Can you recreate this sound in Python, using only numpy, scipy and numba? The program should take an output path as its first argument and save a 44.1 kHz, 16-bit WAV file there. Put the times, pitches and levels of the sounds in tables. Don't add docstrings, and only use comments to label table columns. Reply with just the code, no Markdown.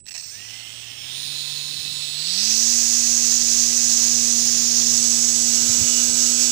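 import sys
import numpy as np
from scipy import signal
from scipy.fft import rfft, irfft
from scipy.io import wavfile
from scipy.ndimage import uniform_filter1d
from numba import njit

SR = 44100
rng = np.random.default_rng(int(sys.argv[2]) if len(sys.argv) > 2 else 0)


def generate_wav(sig):
    pcm = np.round(np.clip(np.atleast_2d(sig).T, -1, 1) * 32767).astype(np.int16)
    wavfile.write(sys.argv[1], SR, pcm)


def gain_from_db(level_db):
    decades = np.asarray(level_db, float) / 20
    return 10 ** decades


N = 287091
T = np.arange(N) / SR
FULL_HZ = 117


def columns(table):
    s, *rest = np.transpose(table)
    return [np.interp(T, s, c) for c in rest]


def unit(x):
    return x / np.sqrt(np.mean(x ** 2))


def noise():
    return rng.standard_normal(N)


def tone(turns):
    return np.sqrt(2) * np.sin(2 * np.pi * (turns + rng.random()))


def walk(rate_hz):
    k = int(SR / rate_hz)
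    held = np.repeat(rng.standard_normal(N // k + 1), k)
    return unit(uniform_filter1d(uniform_filter1d(held, k), k)[:N])


def swell(s, length_s):
    return np.exp(-((T - s) / length_s) ** 2)


def bumps(events):
    return sum(gain_from_db(db) * swell(s, length_s) for s, db, length_s in events)


def coloured(x, shape, lo_hz=0., hi_hz=SR):
    hz = np.arange(N // 2 + 1) * SR / N + 1
    shape_hz, shape_db = np.transpose(shape)
    spec = rfft(x) * gain_from_db(np.interp(np.log(hz), np.log(shape_hz), shape_db))
    inside = irfft(spec * ((hz > lo_hz) & (hz < hi_hz)), N)
    return irfft(spec, N) / np.sqrt(np.mean(inside ** 2))


@njit
def svf(x, hz, width):
    y, b, l = np.empty(len(x)), 0., 0.
    for i in range(len(x)):
        g, k = np.tan(np.pi * hz[i] / SR), width[i] / hz[i]
        v = (b + g * (x[i] - l)) / (1 + g * (g + k))
        b, l, y[i] = 2 * v - b, l + 2 * g * v, k * v
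    return y


def svf_twice(x, hz, width):
    return svf(svf(x, hz, width), hz, width)


def band(x, hz, width_hz):
    return svf(x, np.full(N, 1. * hz), np.full(N, 1. * width_hz))


# time in seconds, shaft rate asked for in Hz.
THROTTLE_HZ = [(0, 1), (.1, 8), (.14, 17), (.23, 56), (.5, 57), (.95, 59.8), (1.14, 73.5), (2.11, 73.8),
               (2.42, 113), (2.55, 116.8), (5.2, 116.7), (5.6, 117.7), (6.5, 119.9)]


def rotor(load):
    lag_s = .1
    follow = 1 / (lag_s * SR)
    asked_hz = columns(THROTTLE_HZ)[0]
    shaft_hz = signal.lfilter([follow], [1, follow - 1], asked_hz)
    return asked_hz, shaft_hz * (1 + (0.0004 + 0.0019 * load) * walk(15))


def whistle(shaft_hz, gate, load, push_hz):
    fast = np.clip(shaft_hz / 90, 0, 1) ** 2
    lag_per_hz, spread_per_hz = .004, .05
    drag = 1 + 0.015 * load - lag_per_hz * push_hz * fast
    hz = np.clip(6450 * (shaft_hz / 117) ** 1.04 * (1 + 0.0034 * walk(5.9)) * drag, 900, 9000)
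    width_hz = hz * (0.21 + 0.14 * (hz / 6400) ** 2) * (1 + spread_per_hz * push_hz * fast)
    tip = svf_twice(noise(), hz, width_hz) / np.sqrt(width_hz / 1900)
    inner = svf_twice(noise(), 0.83 * hz, 0.44 * hz) / np.sqrt(hz / 6400)
    both = tip + gain_from_db(-11 + 0.067 * push_hz - 6.1 * (1 - hz / 6400)) * inner
    both = both + 0.24 * band(both, 4130, 690)
    shaded = signal.sosfilt(signal.butter(6, 7500, fs=SR, output="sos"), both)
    return unit(shaded) * gate


# time in seconds, level change in dB, length in seconds.
SNAGS = [
    (5.9, -0.5, .05),
    (6.12, -4.5, 0.023),
    (6.35, -2.5, .05),
    (6.51, -2, 0.055),
]


def line_gate(turns, load):
    p = 4 * np.pi * turns
    passes = 1 + 0.2 * np.cos(p) + 0.072 * np.cos(2 * p + 0.57)
    passes = passes + 0.13 * np.cos(3 * p + 2.7) + 0.17 * np.cos(4 * p + 3.8)
    uneven_db = 0.11 * np.cos(2 * np.pi * turns) + 0.72 * walk(300)
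    uneven_db = uneven_db + (0.3 + 0.22 * load) * walk(40) + 0.31 * walk(8)
    snag_db = sum(db * swell(s, length_s) for s, db, length_s in SNAGS)
    return unit(passes * gain_from_db(uneven_db)) * gain_from_db(snag_db)


# frequency in Hz, density in dB per Hz.
HISS_SHAPE = [(3000, -22), (6000, 19.5), (8300, 7), (10000, 8), (12000, 1.5), (13900, 3.5), (14600, 14),
              (15600, 13.5)]
RUMBLE_SHAPE = [(30, -3), (70, -13), (150, 6.5), (300, 5.5), (600, 4.5), (1100, 3), (2000, 8.5),
                (3500, 12.5), (7000, 3), (12000, -40)]


def wake(gate, hiss_db, rumble_db):
    hiss = (gain_from_db(hiss_db) + gain_from_db(-76.5)) * coloured(gate * noise(), HISS_SHAPE, 10230, 13850)
    return hiss + gain_from_db(rumble_db) * coloured(gate * noise(), RUMBLE_SHAPE, 550, 1720)


# multiple in shaft turns, free level in dB, gain in grass in dB.
SHAFT_TONES = [(1, -12.5, -4.5), (2, 0, 0.5), (3, -25.5, 13), (4, -15, 0.5), (5, -30.5, 12.5),
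               (5.7, -22, -3), (6, -22.5, 1.5), (7.55, -25.5, -5), (8, -24.5, 4), (10, -22, -8),
               (11, -34, 18), (12, -37, 19), (13, -38, 22.5), (14, -17, -31)]


def beat(turns, pass_db, load):
    flutter = .03 * walk(30)
    out = 0
    for k, db, grass_db in SHAFT_TONES:
        level_db = pass_db + db + load * grass_db + (0.47 + 0.087 * k) * walk(20)
        out = out + gain_from_db(level_db) * tone(k * turns + max(k - 3, 0) * flutter)
    return out


def slaps(turns, load):
    k = np.arange(19, 62)
    db = -57 + 11 * np.clip((k - 19) / 30, 0, 1) + 1.5 * rng.standard_normal(len(k)) + 2.5 * (k % 2 == 0)
    return load ** 2 * sum(gain_from_db(d + 3.9 * walk(12)) * tone(n * turns) for n, d in zip(k, db))


# time in seconds, level in dB.
CHOPPER_LEVEL = [(0, -51), (.06, -50), (.16, -43), (.4, -71), (.55, -51), (.82, -50), (.95, -68),
                 (1.35, -48), (1.7, -51), (1.95, -43), (2.35, -35.5), (4.35, -35), (4.6, -57), (5.0, -30),
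                 (5.2, -29), (6.5, -28)]
# shaft rate in Hz, upper side, lower side and slot levels in dB.
MOTOR_LEVELS = [(0, -73, -63, -95), (3, -63, -52, -95), (20, -47, -62, -104), (37, -50, -49, -77),
                (42.7, -46.5, -50.5, -59), (56.4, -53, -57, -53), (58, -52, -58, -62),
                (63.5, -46, -54, -49), (71.3, -40, -47, -52), (74.2, -43.5, -45, -51), (82, -45, -44, -57),
                (92, -43, -46, -62), (110, -41, -45, -62), (121, -39, -39, -55)]
UP_TURNS = (14, 21, 28, 35, 42, 56, 10)
LOW_TURNS = (14, 21, 28, 35, 42, 49, 10, 63)
UP_SIDE_DB = [0, -17, -22, -27, -29, -31, -18]
LOW_SIDE_DB = [0, -12, -12, -10, -7, -16, -19, -12]
TWICE_SIDE_DB = [-11.5, -26]
SLOT_TURNS = (36.7, 35.3, 63, 70, 84, 14, 74, 77)
SLOT_TONE_DB = [2, 0, -2, 3, -5, -17, -8, -3]


def drive(turns, shaft_hz, load):
    chop_hz = 7936.5 - 1.0 * T ** 2
    chop = np.cumsum(chop_hz) / SR
    at_hz, *levels = np.transpose(MOTOR_LEVELS)
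    up_db, low_db, slot_db = (np.interp(shaft_hz, at_hz, db) for db in levels)
    up_db = up_db - 6.5 * load
    low_db = low_db + 6.5 * load + 1.4 * walk(6) * (shaft_hz / FULL_HZ) ** 3
    fade_db = -8 * np.clip((shaft_hz - 75) / 40, 0, 1)
    fast = np.clip((shaft_hz - 60) / 8, 0, 1)
    outer_db = fade_db + 6 * (1 - fast) * np.clip((shaft_hz - 40) / 12, -1, 1)

    out = gain_from_db(columns(CHOPPER_LEVEL)[0] + 0.72 * walk(25) + 0.37 * walk(6.24)) * tone(chop)
    for k, db in zip(UP_TURNS, UP_SIDE_DB):
        out += gain_from_db(up_db + db + fade_db * (k > 14) + 0.76 * walk(25.25)) * tone(chop + k * turns)
    for k, db in zip(LOW_TURNS, LOW_SIDE_DB):
        hz = chop_hz - k * shaft_hz
        bell_db = 9 / (1 + ((hz - 5370) / 130) ** 2)
        bell_db = bell_db + 7 * (T < .48) / (1 + ((hz - 5850) / 200) ** 2)
        bell_db = bell_db - 30 * np.clip((4300 - hz) / 700, 0, 1)
        side_db = low_db + db + bell_db + outer_db * (k > 21) + 3.5 * load * (k == 21)
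        out += gain_from_db(side_db + (1.1 + .05 * k) * walk(25)) * tone(chop - k * turns)
    for k, db in zip(LOW_TURNS, TWICE_SIDE_DB):
        out += gain_from_db(up_db + db + fade_db + 1.5 + .8 * walk(25.4)) * tone(2 * chop - k * turns)
    out += gain_from_db(-49 - 9 * ((98 * shaft_hz - 5250) / 250) ** 2) * tone(98 * turns)

    slow_db = 25 * np.clip((71 - shaft_hz) / 6, 0, 1)
    slots = 0
    for k, db in zip(SLOT_TURNS, SLOT_TONE_DB):
        loss_db = (k not in (14, 36.7, 77)) * slow_db + 23 * fast * (k in (36.7, 77))
        slots = slots + gain_from_db(db - loss_db + 3.1 * walk(29.56)) * tone(k * turns)
    return out + gain_from_db(slot_db) * slots


# frequency in Hz, width in Hz, level in dB.
BELL_MODES = [(825, 350, -16), (1980, 230, -5), (2655, 270, -1), (3006, 810, -10), (4595, 530, 0),
              (5370, 340, 5), (5810, 510, 2), (6380, 1040, -6.5), (7300, 460, -6), (8150, 600, -30),
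              (15200, 650, -8)]
# time in seconds, peak in dB, 60 dB decay in seconds.
JERKS = [(.002, -47, 0.037), (.042, -48, 0.022), (0.056, -32, 0.014), (0.0646, -26, .016),
         (.0735, -28, 0.022), (0.081, -24.5, 0.043), (0.086, -29, 0.033), (0.091, -27, .02),
         (.1077, -24, 0.029), (0.113, -27, 0.043), (0.117, -27, 0.028), (0.127, -31.5, 0.035),
         (0.1404, -25, 0.048), (0.146, -26.5, 0.067), (0.152, -24, 0.06), (.164, -24, 0.032),
         (0.176, -25.5, .05), (0.187, -37, 0.044), (.197, -31, 0.073), (.207, -33, 0.033),
         (0.222, -33, 0.057), (.236, -34.5, 0.19), (.506, -27, .012), (.5407, -33, 0.0087),
         (.597, -35, .015)]


def bell(running, ring_db):
    rattle, jerks = running * gain_from_db(2.0 * walk(400)), 0
    for s, db, t60_s in JERKS:
        jerks = jerks + gain_from_db(db - 6.5) * (T >= s) * np.exp(-np.log(1000) * np.maximum(T - s, 0) / t60_s)
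    grit = noise()
    reach = np.clip((T - .25) / 0.23, .15, 1)
    body = 0
    for hz, width_hz, db in BELL_MODES:
        hit = grit * (jerks + rattle * (reach if hz < 3600 else 1))
        body = body + gain_from_db(db) * band(band(hit, hz, 1.7 * width_hz), hz, 1.7 * width_hz)
    gain = 1 / np.sqrt(sum(gain_from_db(2 * db) * 2.33 * width_hz / SR for _, width_hz, db in BELL_MODES))
    ring = gain_from_db(ring_db + 0.5 + 1.8 * walk(48)) * tone(5174 * T + 0.2 * walk(25))
    return gain * body + ring


# time in seconds, peak in dB, length in seconds.
KNOCKS = [
    (5.65, -45, 0.099),
    (5.94, -38.5, 0.1),
    (6.24, -43.5, 0.074),
    (6.45, -45, .08),
]


def frame_knocks():
    return bumps(KNOCKS) * gain_from_db(2.9 * walk(19)) * unit(band(noise(), 2880, 110))


# frequency in Hz, density in dB per Hz.
BUFFET_SHAPE = [(25, -30), (50, -15), (85, 2), (125, -1), (200, -5), (500, -29), (2000, -50)]
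# time in seconds, peak in dB, length in seconds.
GUSTS = [
    (0, -64, .06),
    (1.3, -61, 0.11),
    (1.87, -57, 0.14),
    (4.25, -57, 0.089),
    (5.05, -69, 0.16),
    (5.62, -48, .05),
    (5.81, -39, 0.041),
    (6.13, -54, 0.063),
]
# time in seconds, frequency in Hz, peak in dB, length in seconds.
PUFFS = [
    (5.62, 90, -47, 0.018),
    (5.70, 110, -31, 0.012),
    (5.77, 120, -40, 0.013),
    (5.822, 89.2, -32, 0.019),
    (6.102, 110, -37, 0.027),
    (6.374, 110, -53, .02),
]


def puffs():
    draught_db = 0.5 * np.clip(T - 2.2, -2, .3)
    breeze = gain_from_db(-66 + 3.4 * walk(7.5) + draught_db)
    out = (breeze + bumps(GUSTS)) * coloured(noise(), BUFFET_SHAPE, 35, 160)
    for s, hz, db, length_s in PUFFS:
        thump = 0.46 * tone(hz * T) + 0.5 * unit(band(noise(), hz, 0.75 * hz))
        out += gain_from_db(db) * swell(s, length_s) * thump
    return out


# frequency in Hz, density in dB per Hz.
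GARDEN_SHAPE = [(40, -26), (90, 1.5), (200, -9), (400, -12), (1000, -37), (4000, -46), (15000, -60)]


def garden():
    return gain_from_db(-64.5 + 2.6 * walk(2.4)) * coloured(noise(), GARDEN_SHAPE)


# time in seconds, grass load 0-1, lean 0-1.
GRASS = [
    (0, 0.12, 0),
    (2.2, 0.1, 0.16),
    (2.8, 0, 0.26),
    (4.5, 0.13, 0.96),
    (5.3, 0.4, .95),
    (5.6, 0.81, 1),
    (5.9, 0.88, 0.98),
    (6.5, 1, 0.88),
]


def scene():
    load, lean = columns(GRASS)
    asked_hz, shaft_hz = rotor(load)
    turns = np.cumsum(shaft_hz) / SR
    speed_db = 20 * np.log10(np.clip(shaft_hz / FULL_HZ, 1e-3, 1))
    push_hz = np.clip(asked_hz - shaft_hz, 0, 12) * (T > .5)

    def level_db(full_db, db_per_speed_db, grass_db, lean_db):
        return full_db + db_per_speed_db * speed_db + grass_db * load + lean_db * lean

    gate = line_gate(turns, load)
    whistle_db = level_db(-18.5, 4, -0.2, -1.04) + 0.0738 * push_hz
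    whistle_db = whistle_db - 0.17 * speed_db * np.maximum(speed_db + 6, -2)
    air = gain_from_db(whistle_db) * whistle(shaft_hz, gate, load, push_hz)
    air = air + wake(gate, level_db(-45.5, 3.5, 3, -2.2), level_db(-50.5, 1.56, 1.7, 0.64))
    spin = np.clip((T - .2) / 0.084, 0, 1)
    taut = np.clip((T - .29) / 0.057, 0, 1)
    line = spin * air + taut * beat(turns, level_db(-40.5, 2.5, 0.2, 4) + 0.47 * walk(5.4), load)

    rattle = gain_from_db(level_db(-33.5, 1.5, -13, -3) + 0.28 * push_hz + .9 * walk(14))
    rattle = (rattle + gain_from_db(-33) * np.exp(-T / 0.24)) * (T > .176)
    motor = drive(turns, shaft_hz, load) + bell(rattle, level_db(-43, 7, -18, 10.5))
    mono = line + slaps(turns, load) + motor + frame_knocks() + puffs() + garden()
    return np.array([0 * mono, 2 * mono])


def roll_off(x):
    return signal.sosfilt(signal.butter(12, 16780, fs=SR, output="sos"), x)


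def record(dry):
    top_cut = signal.ellip(16, .3, 80, 15470, fs=SR, output="sos")
    mix = signal.sosfilt(top_cut, np.tanh(0.87 * dry) / 0.93)
    return roll_off(mix)


dry = scene()
out = record(dry)
generate_wav(out)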